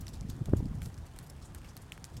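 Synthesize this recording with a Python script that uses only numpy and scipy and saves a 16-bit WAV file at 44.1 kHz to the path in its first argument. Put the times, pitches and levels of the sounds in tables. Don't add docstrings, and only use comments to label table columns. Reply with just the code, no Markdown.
import sys
import numpy as np
from scipy import signal
from scipy.fft import rfft, irfft, next_fast_len
from scipy.io import wavfile
from scipy.ndimage import uniform_filter1d, map_coordinates

SR = 44100
rng = np.random.default_rng(int(sys.argv[2]) if len(sys.argv) > 2 else 0)


def inscribe(sig):
    pcm = np.round(np.clip(np.atleast_2d(sig).T, -1, 1) * 32767)
    wavfile.write(sys.argv[1], SR, pcm.astype(np.int16))


N = 97020


def amp(db):
    return 10 ** (np.asarray(db) / 20)


def unit_rms(x):
    return x / np.sqrt(np.mean(x ** 2) + 1e-20)


def colour(points):
    freqs, gains_db = np.transpose(points)
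    return lambda hz: amp(np.interp(np.log(hz + 1), np.log(freqs + 1), gains_db))


def bell(hz, centre, octaves, edge=2):
    return np.exp(-.5 * np.abs(np.log2((hz + 1) / centre) / octaves) ** edge)


def filtered(x, gain):
    size = next_fast_len(len(x) + 4096)
    return irfft(rfft(x, size) * gain(np.fft.rfftfreq(size, 1 / SR)), size)[:len(x)]


def noise(points, size):
    return unit_rms(filtered(rng.standard_normal(size), colour(points)))


def wobble(rate):
    return map_coordinates(rng.standard_normal(N // 100), [np.arange(N) * rate / SR], mode="wrap")


def patchy(x, depth_db):
    spectra = signal.stft(x, nperseg=256)[2]
    patches = uniform_filter1d(rng.standard_normal(spectra.shape), size=4, axis=0)
    patches = unit_rms(uniform_filter1d(patches, size=6, axis=1))
    return unit_rms(signal.istft(spectra * amp(depth_db * patches), nperseg=256)[1][:len(x)])


def droplets(per_s, size, spread_db=0.5):
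    hits = rng.random(size) < per_s / SR
    polarity = np.sign(rng.standard_normal(size))
    strength = amp(spread_db * np.clip(rng.standard_normal(size), -2, 2))
    return unit_rms(hits * polarity * strength)


def add(out, start_s, x):
    i = int(np.clip(round(start_s * SR), 0, N - 1))
    out[i:i + len(x)] += x[:N - i]


# frequency in Hz, gain in dB.
AIR_EQ = [(180, -9), (300, -0.5), (593, -5), (737, -3.5), (1780, -11), (2250, -16.5), (3520, -17.5),
          (3760, -20.5), (8500, -24.5), (14500, -34), (16000, -35)]


def air():
    return amp(-59.5) * patchy(noise(AIR_EQ, N), depth_db=2)


# time in seconds, rumble level in dB.
GUST = [(0, -42), (.19, -44.5), (.25, -38.5), (.37, -41.5), (.45, -45), (0.491, -34), (.56, -33.5),
        (.66, -38.5), (.77, -41.5), (.87, -40), (.92, -47.5), (1.02, -44.5), (1.09, -53), (1.15, -48),
        (1.48, -49), (1.57, -47.5), (1.63, -49), (1.85, -50.5), (2.13, -50.5), (2.19, -39.5)]
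# frequency in Hz, gain in dB.
RUMBLE_EQ = [(20, -25), (35, 0), (55, 1), (85, 2), (130, -1.5), (200, -8.5), (300, -16.5), (450, -26.5),
             (800, -42), (2000, -63.5)]
EDDY_EQ = [(60, 29), (150, 13), (270, -0.5), (380, -5.5), (500, -2), (800, -30.5), (1500, -33.5),
           (3000, -134)]


def wind():
    eddy_growth, flicker_db = 1.62, 1.5
    rumble_db = np.interp(np.arange(N) / SR, *np.transpose(GUST))
    mean_db = rumble_db.mean()
    eddy_db = mean_db - 15.5 + eddy_growth * (rumble_db - mean_db)
    eddies = unit_rms(noise(EDDY_EQ, N) * amp(flicker_db * wobble(45)))
    return amp(rumble_db) * noise(RUMBLE_EQ, N) + amp(eddy_db) * eddies


# time in seconds, level in dB, pitch in Hz, half length in seconds,
# turbulence relative to the push in dB.
BUFFET_CUES = [(0.216, -33, 112, 0.0035, -16), (.249, -30.5, 153, 0.0037, -39),
               (0.292, -35, 230, 0.0025, -30), (.4133, -24, 129.6, 0.0067, -25.5),
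               (.4195, -35.5, 274, 0.0036, -38), (0.4842, -29, 111, 0.0031, -5.5),
               (0.6036, -30.5, 285, 0.0028, -3), (.6265, -24, 174, 0.003, -26),
               (.6602, -28, 223, 0.0034, -23), (0.713, -33, 193, 0.0061, -31),
               (0.744, -33, 157, 0.0057, -30), (.7790, -33.5, 123, 0.0075, -28),
               (0.871, -33.5, 139, 0.0046, -12), (1.566, -38, 73, .012, -31),
               (2.181, -40.5, 96, 0.0045, -9.5)]
# frequency in Hz, gain in dB.
TURBULENCE_EQ = [(100, 14), (300, 10), (600, 2), (950, -5), (1300, -33), (3000, -58)]


def buffets():
    out, t = np.zeros(N), np.arange(N) / SR
    turbulence = noise(TURBULENCE_EQ, N)
    for at, db, hz, half_length, turbulence_db in BUFFET_CUES:
        push = np.sin(2 * np.pi * hz * (t - at))
        swell = np.exp(-((t - at) / half_length - .5) ** 2)
        out += amp(db) * (push + amp(turbulence_db) * turbulence) * swell
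    return out


# frequency in Hz, gain in dB.
POP_EQ = [(20, -14), (50, -15), (90, 6), (170, -1), (300, -1), (400, -5.5), (490, -15), (580, -12),
          (720, -26), (1200, -31), (1800, -37), (2400, -77), (4000, -83)]


def wind_pop():
    kick = np.zeros(N)
    add(kick, start_s=.536, x=np.ones(1))
    flip = filtered(kick, lambda hz: -1j * colour(POP_EQ)(hz))
    return amp(-12) * flip / np.abs(flip).max()


# frequency in Hz, gain in dB.
PATTER_EQ = [(500, -83), (2000, -0.5), (5000, 2), (9000, -1), (16000, -14)]


def patter():
    return amp(-71.5) * unit_rms(filtered(droplets(per_s=400, size=N), colour(PATTER_EQ)))


# start in seconds, level in dB, attack in seconds, decay in seconds,
# band centre in Hz, band width in octaves.
SPLASH_CUES = [(.007, -49.5, 0.0025, 0.0093, 8100, 1.4), (0.085, -53.5, 0.0062, 0.009, 4900, 1.5),
               (0.129, -51.5, 0.0072, 0.025, 4540, 0.52), (.131, -63, 0.0023, 0.0054, 11000, 0.66),
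               (0.28, -55.5, 0.016, 0.032, 5100, 0.46), (.297, -47.5, .002, 0.0057, 6700, 1.1),
               (0.566, -53.5, 0.0026, 0.021, 6000, 1.1), (.745, -62.5, 0.0025, 0.018, 7240, 0.63),
               (.821, -54.5, 0.0089, 0.04, 6600, 1.5), (.852, -52, 0.0028, 0.0083, 6960, .7),
               (0.981, -63.5, 0.0019, 0.0076, 6000, .5), (1.06, -60, 0.008, .005, 7140, .8),
               (1.226, -59, 0.0012, 0.023, 10000, 2.1), (1.264, -55, 0.0033, 0.0065, 8500, 0.38),
               (1.295, -48.5, 0.0056, 0.0047, 8100, .7), (1.413, -59, 0.0081, 0.037, 5530, 0.45),
               (1.441, -57.5, 0.015, 0.014, 8100, 0.22), (1.575, -57.5, 0.0075, 0.0058, 6700, .6),
               (1.643, -57, 0.0021, 0.037, 1920, 0.83), (1.68, -57, .012, 0.015, 6500, 0.35),
               (1.814, -58.5, 0.005, .012, 7300, 0.61), (1.927, -63, 0.013, 0.017, 7900, .28),
               (2.052, -60, 0.0026, 0.0074, 6000, 0.62), (2.128, -62.5, 0.014, 0.012, 4960, 1),
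               (2.166, -51.5, 0.0019, .011, 5560, 0.67)]


def splashes():
    mist_share, skirt_db, lowpass_hz = 0.2, -12, 13600
    out, t = np.zeros(N), np.arange(SR // 4) / SR
    for start, db, attack, decay, centre, octaves in SPLASH_CUES:
        grains = np.sqrt(1 - mist_share) * droplets(per_s=1100, size=len(t))
        mist = np.sqrt(mist_share) * rng.standard_normal(len(t))
        tone = lambda hz: (bell(hz, centre, octaves) + amp(skirt_db)) / np.sqrt(1 + (hz / lowpass_hz) ** 10)
        shower = patchy(filtered(grains + mist, tone), depth_db=3.5)
        envelope = np.minimum(t / attack, 1) * np.exp(-np.maximum(t - attack, 0) / decay)
        add(out, start, amp(db) * shower * envelope)
    return out


# start in seconds, level in dB, ring pitch in Hz, ring relative to the
# crack in dB, ring width in octaves, crack decay in milliseconds.
TAP_CUES = [(0.0682, -44, 5800, 3, 0.029, 0.81), (.0812, -46.5, 4800, 2, 0.29, 2),
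            (0.2097, -52.5, 6230, 11.5, 0.5, 0.53), (0.2995, -54.5, 4150, 6, 0.34, 1.8),
            (.3655, -57, 7440, 3, 0.13, 0.55), (0.4572, -44.5, 2530, -26, 0.15, 1.65),
            (0.4951, -51.5, 3970, -6, 0.64, 0.23), (.6560, -56.5, 4630, -1, 0.16, 3.1),
            (0.8188, -44, 1950, 1, 0.58, 1.3), (0.8585, -52.5, 5340, 1, 0.44, 6.3),
            (0.9429, -51.5, 6100, -0.5, 0.52, 0.53), (0.9784, -51, 4640, -0.5, 0.24, 0.73),
            (1.1625, -45, 7000, -17, .3, 0.19), (1.1883, -40.5, 9900, -8, 0.65, 1.06),
            (1.5477, -40.5, 4100, -13, .08, 1.18), (1.617, -55, 2600, 1.5, 0.26, .6),
            (1.7679, -44.5, 4200, 1.5, .2, 0.5), (1.7672, -47.5, 12700, 6, 0.48, 0.71),
            (1.775, -51, 8100, 1, 0.48, 1.1), (1.9208, -38, 2610, 7, 0.41, 0.56),
            (1.9775, -55.5, 1230, 8.5, 1, 2.8), (2.0424, -40, 5840, 3.5, 0.56, 0.68),
            (2.051, -50, 7100, 2, 0.35, 1.7)]
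# frequency in Hz, gain in dB.
CRACK_EQ = [(300, -32), (1000, -2.5), (2500, -2), (5000, -4), (9000, -4), (12000, -7), (16000, -15.5)]


def taps():
    attack_ms, ring_lag_ms = .15, 0.495
    spray_db, spray_decay_s = -15, 0.014
    out, t = np.zeros(N), np.arange(SR // 10) / SR
    ms = 1000 * t
    push = np.sinc((ms - ring_lag_ms) / ms[1])
    for start, db, ring_hz, ring_db, octaves, decay_ms in TAP_CUES:
        envelope = (1 - np.exp(-ms / attack_ms)) * np.exp(-ms / decay_ms)
        envelope /= envelope.max()
        crack = unit_rms(noise(CRACK_EQ, len(t)) * envelope)
        ring = unit_rms(filtered(push, lambda hz: bell(hz, ring_hz, octaves, edge=2.8)))
        spray = noise(CRACK_EQ, len(t)) * np.exp(-t / spray_decay_s)
        slap = np.sqrt(np.mean(envelope ** 2)) * (crack + amp(ring_db) * ring)
        add(out, start, amp(db) * (slap + amp(spray_db) * spray))
    return out


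def scene():
    return (taps() + splashes() + patter() + wind() + buffets() + wind_pop() + air())[None]


def record(dry):
    return np.array([filtered(x, lambda hz: hz < 16000) for x in dry])


dry = scene()
out = record(dry)
inscribe(out)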